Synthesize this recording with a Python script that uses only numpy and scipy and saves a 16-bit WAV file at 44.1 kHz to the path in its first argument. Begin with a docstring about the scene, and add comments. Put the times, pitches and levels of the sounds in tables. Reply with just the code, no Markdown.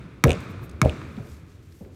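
"""A big gym with a sprung wooden floor; the microphone is on a camera standing on the boards, close
to a basketball. The hall is still ringing from an earlier bounce when the ball lands, at 0.24 s and
again at 0.82 s. Each bounce is a sharp slap of rubber, a falling thump through the floor and a swelling
ring of the boards, and it sets the camera's stand rattling. The hall rings on over its ventilation
while the player walks up with soft steps, rustling clothes and light touches on the ball."""
import sys
import numpy as np
from scipy import signal
from scipy.fft import rfft, irfft, next_fast_len
from scipy.io import wavfile
from scipy.ndimage import map_coordinates

SR = 44100
rng = np.random.default_rng(int(sys.argv[2]) if len(sys.argv) > 2 else 0)


def int16_out(signal):
    """Quantize to a 16-bit WAV file."""
    q = np.round(np.clip(np.atleast_2d(signal).T, -1, 1) * 32767)
    wavfile.write(sys.argv[1], SR, q.astype(np.int16))


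N = 85995
T = np.arange(N) / SR

# The ball lands near the microphone. Each row: start in seconds, shell level in dB, shell tilt in dB per
# octave, crack level in dB, crack's upper edge in Hz, then thump, boards and hall levels in dB.
BOUNCES = [(0.239, -1.5, -1.5, -8, 19100, -9.5, -20.5, 4), (0.8161, -8.5, 6.5, -12, 9700, -10.5, -26.5, 1)]
# A bounce heard only as hall sound. It holds: start in seconds, hall level in dB.
EARLIER_BOUNCE = (-0.31, 0)
# The ball's shell, then the faint ping of the air in it. Each row: pitch in Hz, level in dB, T60 in seconds.
SHELL_MODES = [(1062, -15, 0.04), (1239, -3, 0.016), (1720, -12.5, 0.019), (1900, -16, .012),
               (2248, -4, 0.013), (3400, -18, 0.014)]
PING_MODES = [(943, -42, 0.3), (1315, -41.5, .35), (1670, -37.5, 0.25), (2310, -45, .4),
              (2746, -44.5, 0.16)]
# Rubber striking varnish. Each row: frequency in Hz, level in dB.
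CRACK_SPECTRUM = [(500, -44), (1000, 13.5), (2300, 6), (2850, -20.5), (3400, 6), (4300, 0), (6500, 1.5),
                  (8500, -6), (13000, -2), (16000, -18.5)]
CLICK_DB, CLICK_DELAY_S, GRIT_T60 = 13, 0.000904, 0.014  # the delay holds at 1 kHz
SCATTER_DB, SCATTER_T60, SCATTER_DULL_HZ, SCATTER_EDGE_HZ = -21, 0.057, 5000, 9500
BODY_ECHO_S, BODY_ECHO_DB, BODY_ECHO_HZ = 0.012, -14.5, 3000

THUMP_END_HZ, THUMP_SWEEP_HZ, THUMP_SWEEP_S = 120.2, 372, 0.00359
BOOM_HZ, BOOM_DB, SAG_HZ, SAG_DB = 78.1, -6, 52.4, -14
# The floorboards' modes, then the noise between them. Each row: frequency in Hz, level in dB.
BOARD_MODES = [(140, 2.5), (237, -0.5), (278, -14), (357, -14.5), (396, -9.5), (467, 0.5), (523, -11.5),
               (574, -2.5), (623, -1), (725, -9.5), (770, -19)]
BOARD_SPECTRUM = [(25, -47.5), (45, -11), (100, -9), (170, -5), (300, -0.5), (420, 1), (620, -4),
                  (850, -14.5), (1200, -32), (3000, -49.5)]
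BOARD_RING_DB, BOARD_RING_T60, BOARD_NOISE_DB = -23, 0.9, 1.5

# The stand chatters under the microphone. Each row: start in seconds, ring level in dB, tick level in dB.
RATTLES = [(0.2736, -46, -28.5), (0.2813, -23, -36), (.294, -20.5, -23), (.3058, -11.5, -18.5),
           (0.3177, -18.5, -19), (.331, -24.5, -27.5), (0.3517, -38, -34), (0.8501, -32, -28.5),
           (0.8954, -21, -29)]
# The stand's ring, then its knock on the floor. Each row: pitch in Hz, level in dB, T60 in seconds.
STAND_MODES = [(2496, -1.5, 0.011), (2860, -2, 0.009), (3600, -11.5, 0.0077)]
KNOCK_MODES = [(135, -5.5, 0.056), (251, -6.5, 0.048), (513, -1, 0.021), (602, 1.5, 0.019),
               (780, -5.5, 0.014)]
# The stand drops back on the floor. It holds: start in seconds, knock level in dB, tail level in dB.
KNOCK = (.857, -6, -32.5)
# The stand's hard tick. Each row: frequency in Hz, level in dB.
TICK_SPECTRUM = [(1500, -26), (2500, 11), (4500, -7.5), (7000, 1), (10200, -6)]
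TICK_T60, TICK_EDGE_HZ = 0.0046, 10600

# The colour of the hall's reverberation. Each row: frequency in Hz, level in dB.
HALL_SPECTRUM = [(25, -33), (55, 0.5), (90, 7), (140, 6.5), (240, 1.5), (450, -5.5), (820, -16),
                 (1250, -7.5), (1900, -15), (2400, -11), (3050, -23.5), (3600, -18.5), (5000, -26.5),
                 (8000, -28.5), (11000, -48), (16000, -57)]
# How long the hall rings. Each row: frequency in Hz, T60 in seconds.
HALL_DECAY = [(80, 2.6), (200, 2.29), (500, 2.08), (1300, 1.826), (3000, 1.65), (8000, 1.025), (15000, 3.2)]
HALL_DB, HALL_BUILD_S = -34, 0.019

# The player's footfalls. Each row: start in seconds, thud level in dB, pitch in Hz, tail level in dB.
STEPS = [(0.044, -36, 161, -54), (0.609, -34, 130, -40.5), (0.723, -31.5, 76.6, -45.5),
         (1.173, -26, 205, -42.5), (1.189, -28.5, 130.7, -44), (1.301, -35, 75.4, -67),
         (1.559, -49, 91.4, -60), (1.806, -32.5, 184.6, -44), (1.857, -44.5, 400, -46.5)]
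# The floor's dull tail after a landing. Each row: frequency in Hz, level in dB.
FLOOR_TAIL_SPECTRUM = [(30, -1.5), (90, -3), (400, -3), (620, -9), (800, -17), (1100, -25), (4000, -48)]
# Fingers and soles tap. Each row: start in seconds, level in dB, pitch in Hz.
TAPS = [(0.404, -43.5, 8000), (0.593, -42, 1270), (.629, -36.5, 1310), (0.694, -44.5, 6940),
        (1.015, -32, 1210), (0.712, -47.5, 6500), (1.167, -46, 3500), (1.184, -36.5, 570),
        (1.722, -50.5, 4680), (1.848, -49, 1745)]
# Clothes and palms brush. Each row: centre and half length in seconds, level in dB, tilt in dB per octave.
SWISHES = [(0.141, 0.0093, -68, -6), (0.424, 0.026, -67, 7), (0.507, 0.012, -62, 6),
           (0.644, 0.013, -57.5, 8), (0.703, 0.022, -56, -13), (1.186, 0.21, -64.5, -5),
           (1.317, 0.05, -59, -4), (1.525, 0.038, -49.5, -6.5), (1.658, 0.045, -69, -4.5),
           (1.783, .06, -64.5, -0.5), (1.95, 0.021, -62.5, -5)]
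# Rubbing fabric. Each row: frequency in Hz, level in dB.
CLOTH_SPECTRUM = [(500, -21.5), (2000, -7), (4500, 4), (7500, 6.5), (9500, 2.5), (14000, 6), (16000, -9.5)]
GRAIN_DB, GRAINS_PER_S = 1.5, 220
# The ventilation's room tone. Each row: frequency in Hz, level in dB.
VENT_SPECTRUM = [(20, -38), (60, -1), (100, 6), (170, -15.5), (350, -12), (700, -32.5), (2000, -31.5),
                 (7000, -44.5), (15000, -55)]
VENT_DB, BAND_LIMIT_HZ = -47, 16000


def bounces():
    """The ball lands close to the microphone: slap, thump and ringing boards together."""
    out = np.zeros(N)
    for start, shell_db, tilt_db, crack_db, edge_hz, thump_db, boards_db, _ in BOUNCES:
        contact = slap(shell_db, tilt_db, crack_db, edge_hz)
        out += at(start, contact + amp(thump_db) * thump() + amp(boards_db) * boards())
    return out


def slap(shell_db, tilt_db, crack_db, edge_hz):
    """Rubber meets varnish: a gritty click, the ball's short modes, a faint ping and close reflections."""
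    pivot_hz = SHELL_MODES[1][0]
    shell = ring([(hz, db + tilt_db * np.log2(hz / pivot_hz), t60) for hz, db, t60 in SHELL_MODES])
    ball = (shell + ring(PING_MODES)) * rise(0.0002)
    grit = noise(CRACK_SPECTRUM) * decay(GRIT_T60) * rise(0.0002)
    crack = lowpass(amp(CLICK_DB) * click() + grit, edge_hz, order=3)
    # Nearby surfaces return little treble.
    scatter = noise(CRACK_SPECTRUM,
                    lambda hz: below(hz, SCATTER_EDGE_HZ, order=4) * below(hz, SCATTER_DULL_HZ, order=1))
    scatter *= amp(SCATTER_DB) * decay(SCATTER_T60)
    contact = amp(shell_db) * ball + amp(crack_db) * (crack + scatter)
    # The echo off the player's body is dulled by clothing.
    body_echo = lowpass(at(BODY_ECHO_S, contact), BODY_ECHO_HZ, order=2)
    return contact + amp(BODY_ECHO_DB) * body_echo


def click():
    """An impulse of unit energy, smeared in the wood so that its treble runs ahead."""
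    def response(hz):
        lag = np.exp(-4j * np.pi * CLICK_DELAY_S * np.sqrt(hz * 1000))
        return amp(along(CRACK_SPECTRUM, hz)) * lag
    smeared = filtered(signal.unit_impulse(N), response)
    return smeared / np.linalg.norm(smeared)


def thump():
    """A bending wave in the floor: its high part reaches the microphone first, the deep boom last."""
    cycles = THUMP_END_HZ * T + THUMP_SWEEP_HZ * THUMP_SWEEP_S * rise(THUMP_SWEEP_S)
    falling = np.cos(2 * np.pi * cycles) * swell(peak_s=0.01, shape=1.05)
    boom = amp(BOOM_DB) * np.cos(2 * np.pi * BOOM_HZ * T)
    sag = amp(SAG_DB) * np.cos(2 * np.pi * SAG_HZ * T)  # the whole floor flexes
    return -falling - (boom + sag) * swell(peak_s=0.047, shape=5)


def boards():
    """The boards ring up as the wave spreads, then fade."""
    modes = unit(sum(amp(db + rng.normal(0, 1)) * np.sin(2 * np.pi * (hz * T + rng.random()))
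                     for hz, db in BOARD_MODES))
    bloom = swell(peak_s=0.029, shape=1.62)
    linger = amp(BOARD_RING_DB) * decay(BOARD_RING_T60) * rise(0.01)
    return modes * (bloom + linger) + amp(BOARD_NOISE_DB) * noise(BOARD_SPECTRUM) * bloom


def stand():
    """Right at the microphone, the shaken stand chatters with hard ticks and knocks once on the floor."""
    chatter = np.zeros(N)
    for start, ring_db, tick_db in RATTLES:
        tick = noise(TICK_SPECTRUM) * decay(TICK_T60)
        chatter += at(start, amp(ring_db) * ring(STAND_MODES) + amp(tick_db) * tick)
    knock_s, knock_db, tail_db = KNOCK
    knock = amp(knock_db) * ring(KNOCK_MODES) * rise(0.00052) + amp(tail_db) * floor_tail()
    return lowpass(chatter, TICK_EDGE_HZ, order=10) + at(knock_s, knock)


def hall():
    """Each bounce fills the hall around the microphone; the bass outlasts the midrange."""
    out = np.zeros(N)
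    for start, db in [EARLIER_BOUNCE] + [(row[0], row[-1]) for row in BOUNCES]:
        hz, seconds, bands = signal.stft(noise(HALL_SPECTRUM), SR, nperseg=1024)
        fade = np.exp(-np.log(1000) * seconds / along(HALL_DECAY, hz)[:, None])
        _, tail = signal.istft(bands * fade, SR)
        out += at(start, amp(HALL_DB + db) * tail[:N] * rise(HALL_BUILD_S))
    return out


def steps():
    """Each footfall is a soft thud of the floor, peaking after two cycles, with a dull tail."""
    out = np.zeros(N)
    for start, thud_db, hz, tail_db in STEPS:
        thud = np.sin(2 * np.pi * hz * T) * swell(peak_s=2 / hz, shape=2.96)
        out += at(start, amp(thud_db) * thud + amp(tail_db) * floor_tail())
    return out


def floor_tail():
    """The floor sounds on dully after a foot or the stand lands on it."""
    return noise(FLOOR_TAIL_SPECTRUM) * decay(t60=0.48) * rise(0.0011)


def taps():
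    """Fingers and soles make short, light contacts, each a band of noise around its own pitch."""
    spectrum = [(300, -12), (1000, 14), (15000, -6.5)]  # Each row: frequency in Hz, level in dB.
    out = np.zeros(N)
    for start, db, pitch in TAPS:
        band = noise(spectrum, lambda hz: 1 / np.hypot(1, 1.7 * (hz / pitch - pitch / (hz + 1))))  # Q 1.7
        out += at(start, amp(db) * band * decay(t60=0.022) * rise(0.0009))
    return out


def clothes():
    """Fabric and skin swish faintly, grainy as the fibres catch and slip."""
    catches = map_coordinates(rng.standard_normal(N // 20), [T * GRAINS_PER_S])
    grain = unit(amp(GRAIN_DB * catches))
    out = np.zeros(N)
    for centre_s, half_s, db, tilt_db in SWISHES:
        stroke = np.exp(-0.5 * ((T - centre_s) / half_s) ** 2)
        out += amp(db) * stroke * noise(CLOTH_SPECTRUM, lambda hz: amp(tilt_db * np.log2(hz + 1)))
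    return grain * out


def ventilation():
    """Room tone: the steady low rush of the hall's ventilation."""
    return amp(VENT_DB) * noise(VENT_SPECTRUM)


def amp(db):
    return 10 ** (np.asarray(db) / 20)


def unit(x):
    return x / np.sqrt(np.mean(x ** 2) + 1e-20)


def along(points, hz):
    """A curve through (Hz, value) points on a log frequency axis."""
    knots_hz, values = np.transpose(points)
    return np.interp(np.log(hz + 1), np.log(knots_hz + 1), values)


def filtered(x, response):
    """x through a gain that depends on frequency."""
    size = next_fast_len(N + SR // 2)
    return irfft(rfft(x, size) * response(np.fft.rfftfreq(size, 1 / SR)), size)[:N]


def below(hz, edge_hz, order):
    """Gain of a low-pass."""
    return 1 / np.sqrt(1 + (hz / edge_hz) ** (2 * order))


def lowpass(x, edge_hz, order):
    return filtered(x, lambda hz: below(hz, edge_hz, order))


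def noise(spectrum, gain=lambda hz: 1):
    """Coloured noise of rms 1."""
    return unit(filtered(rng.standard_normal(N), lambda hz: amp(along(spectrum, hz)) * gain(hz)))


def decay(t60):
    return np.exp(-np.log(1000) * T / t60)


def rise(attack_s):
    return 1 - np.exp(-T / attack_s)


def swell(peak_s, shape):
    """Grows to 1 at peak_s and dies; a larger shape is narrower."""
    return (T / peak_s * np.exp(1 - T / peak_s)) ** shape


def ring(modes):
    """Damped modes of alternating sign."""
    return sum((-1) ** k * amp(db) * np.sin(2 * np.pi * hz * T) * decay(t60)
               for k, (hz, db, t60) in enumerate(modes))


def at(start_s, x):
    return np.interp(np.arange(N) - round(start_s * SR), np.arange(N), x, left=0, right=0)


def scene():
    """The dribble, the hall and the player at one microphone."""
    return (bounces() + stand() + hall() + steps() + taps() + clothes() + ventilation())[None]


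def record(dry):
    """The recorder drops the lowest rumble, rounds off the highest peaks and cuts the top treble."""
    low_cut = signal.sosfilt(signal.butter(2, 28, "high", fs=SR, output="sos"), dry[0])
    limited = low_cut / (1 + np.abs(low_cut / 0.95) ** 8) ** (1 / 8)
    return lowpass(limited, BAND_LIMIT_HZ, order=60)[None]


dry = scene()
out = record(dry)
int16_out(out)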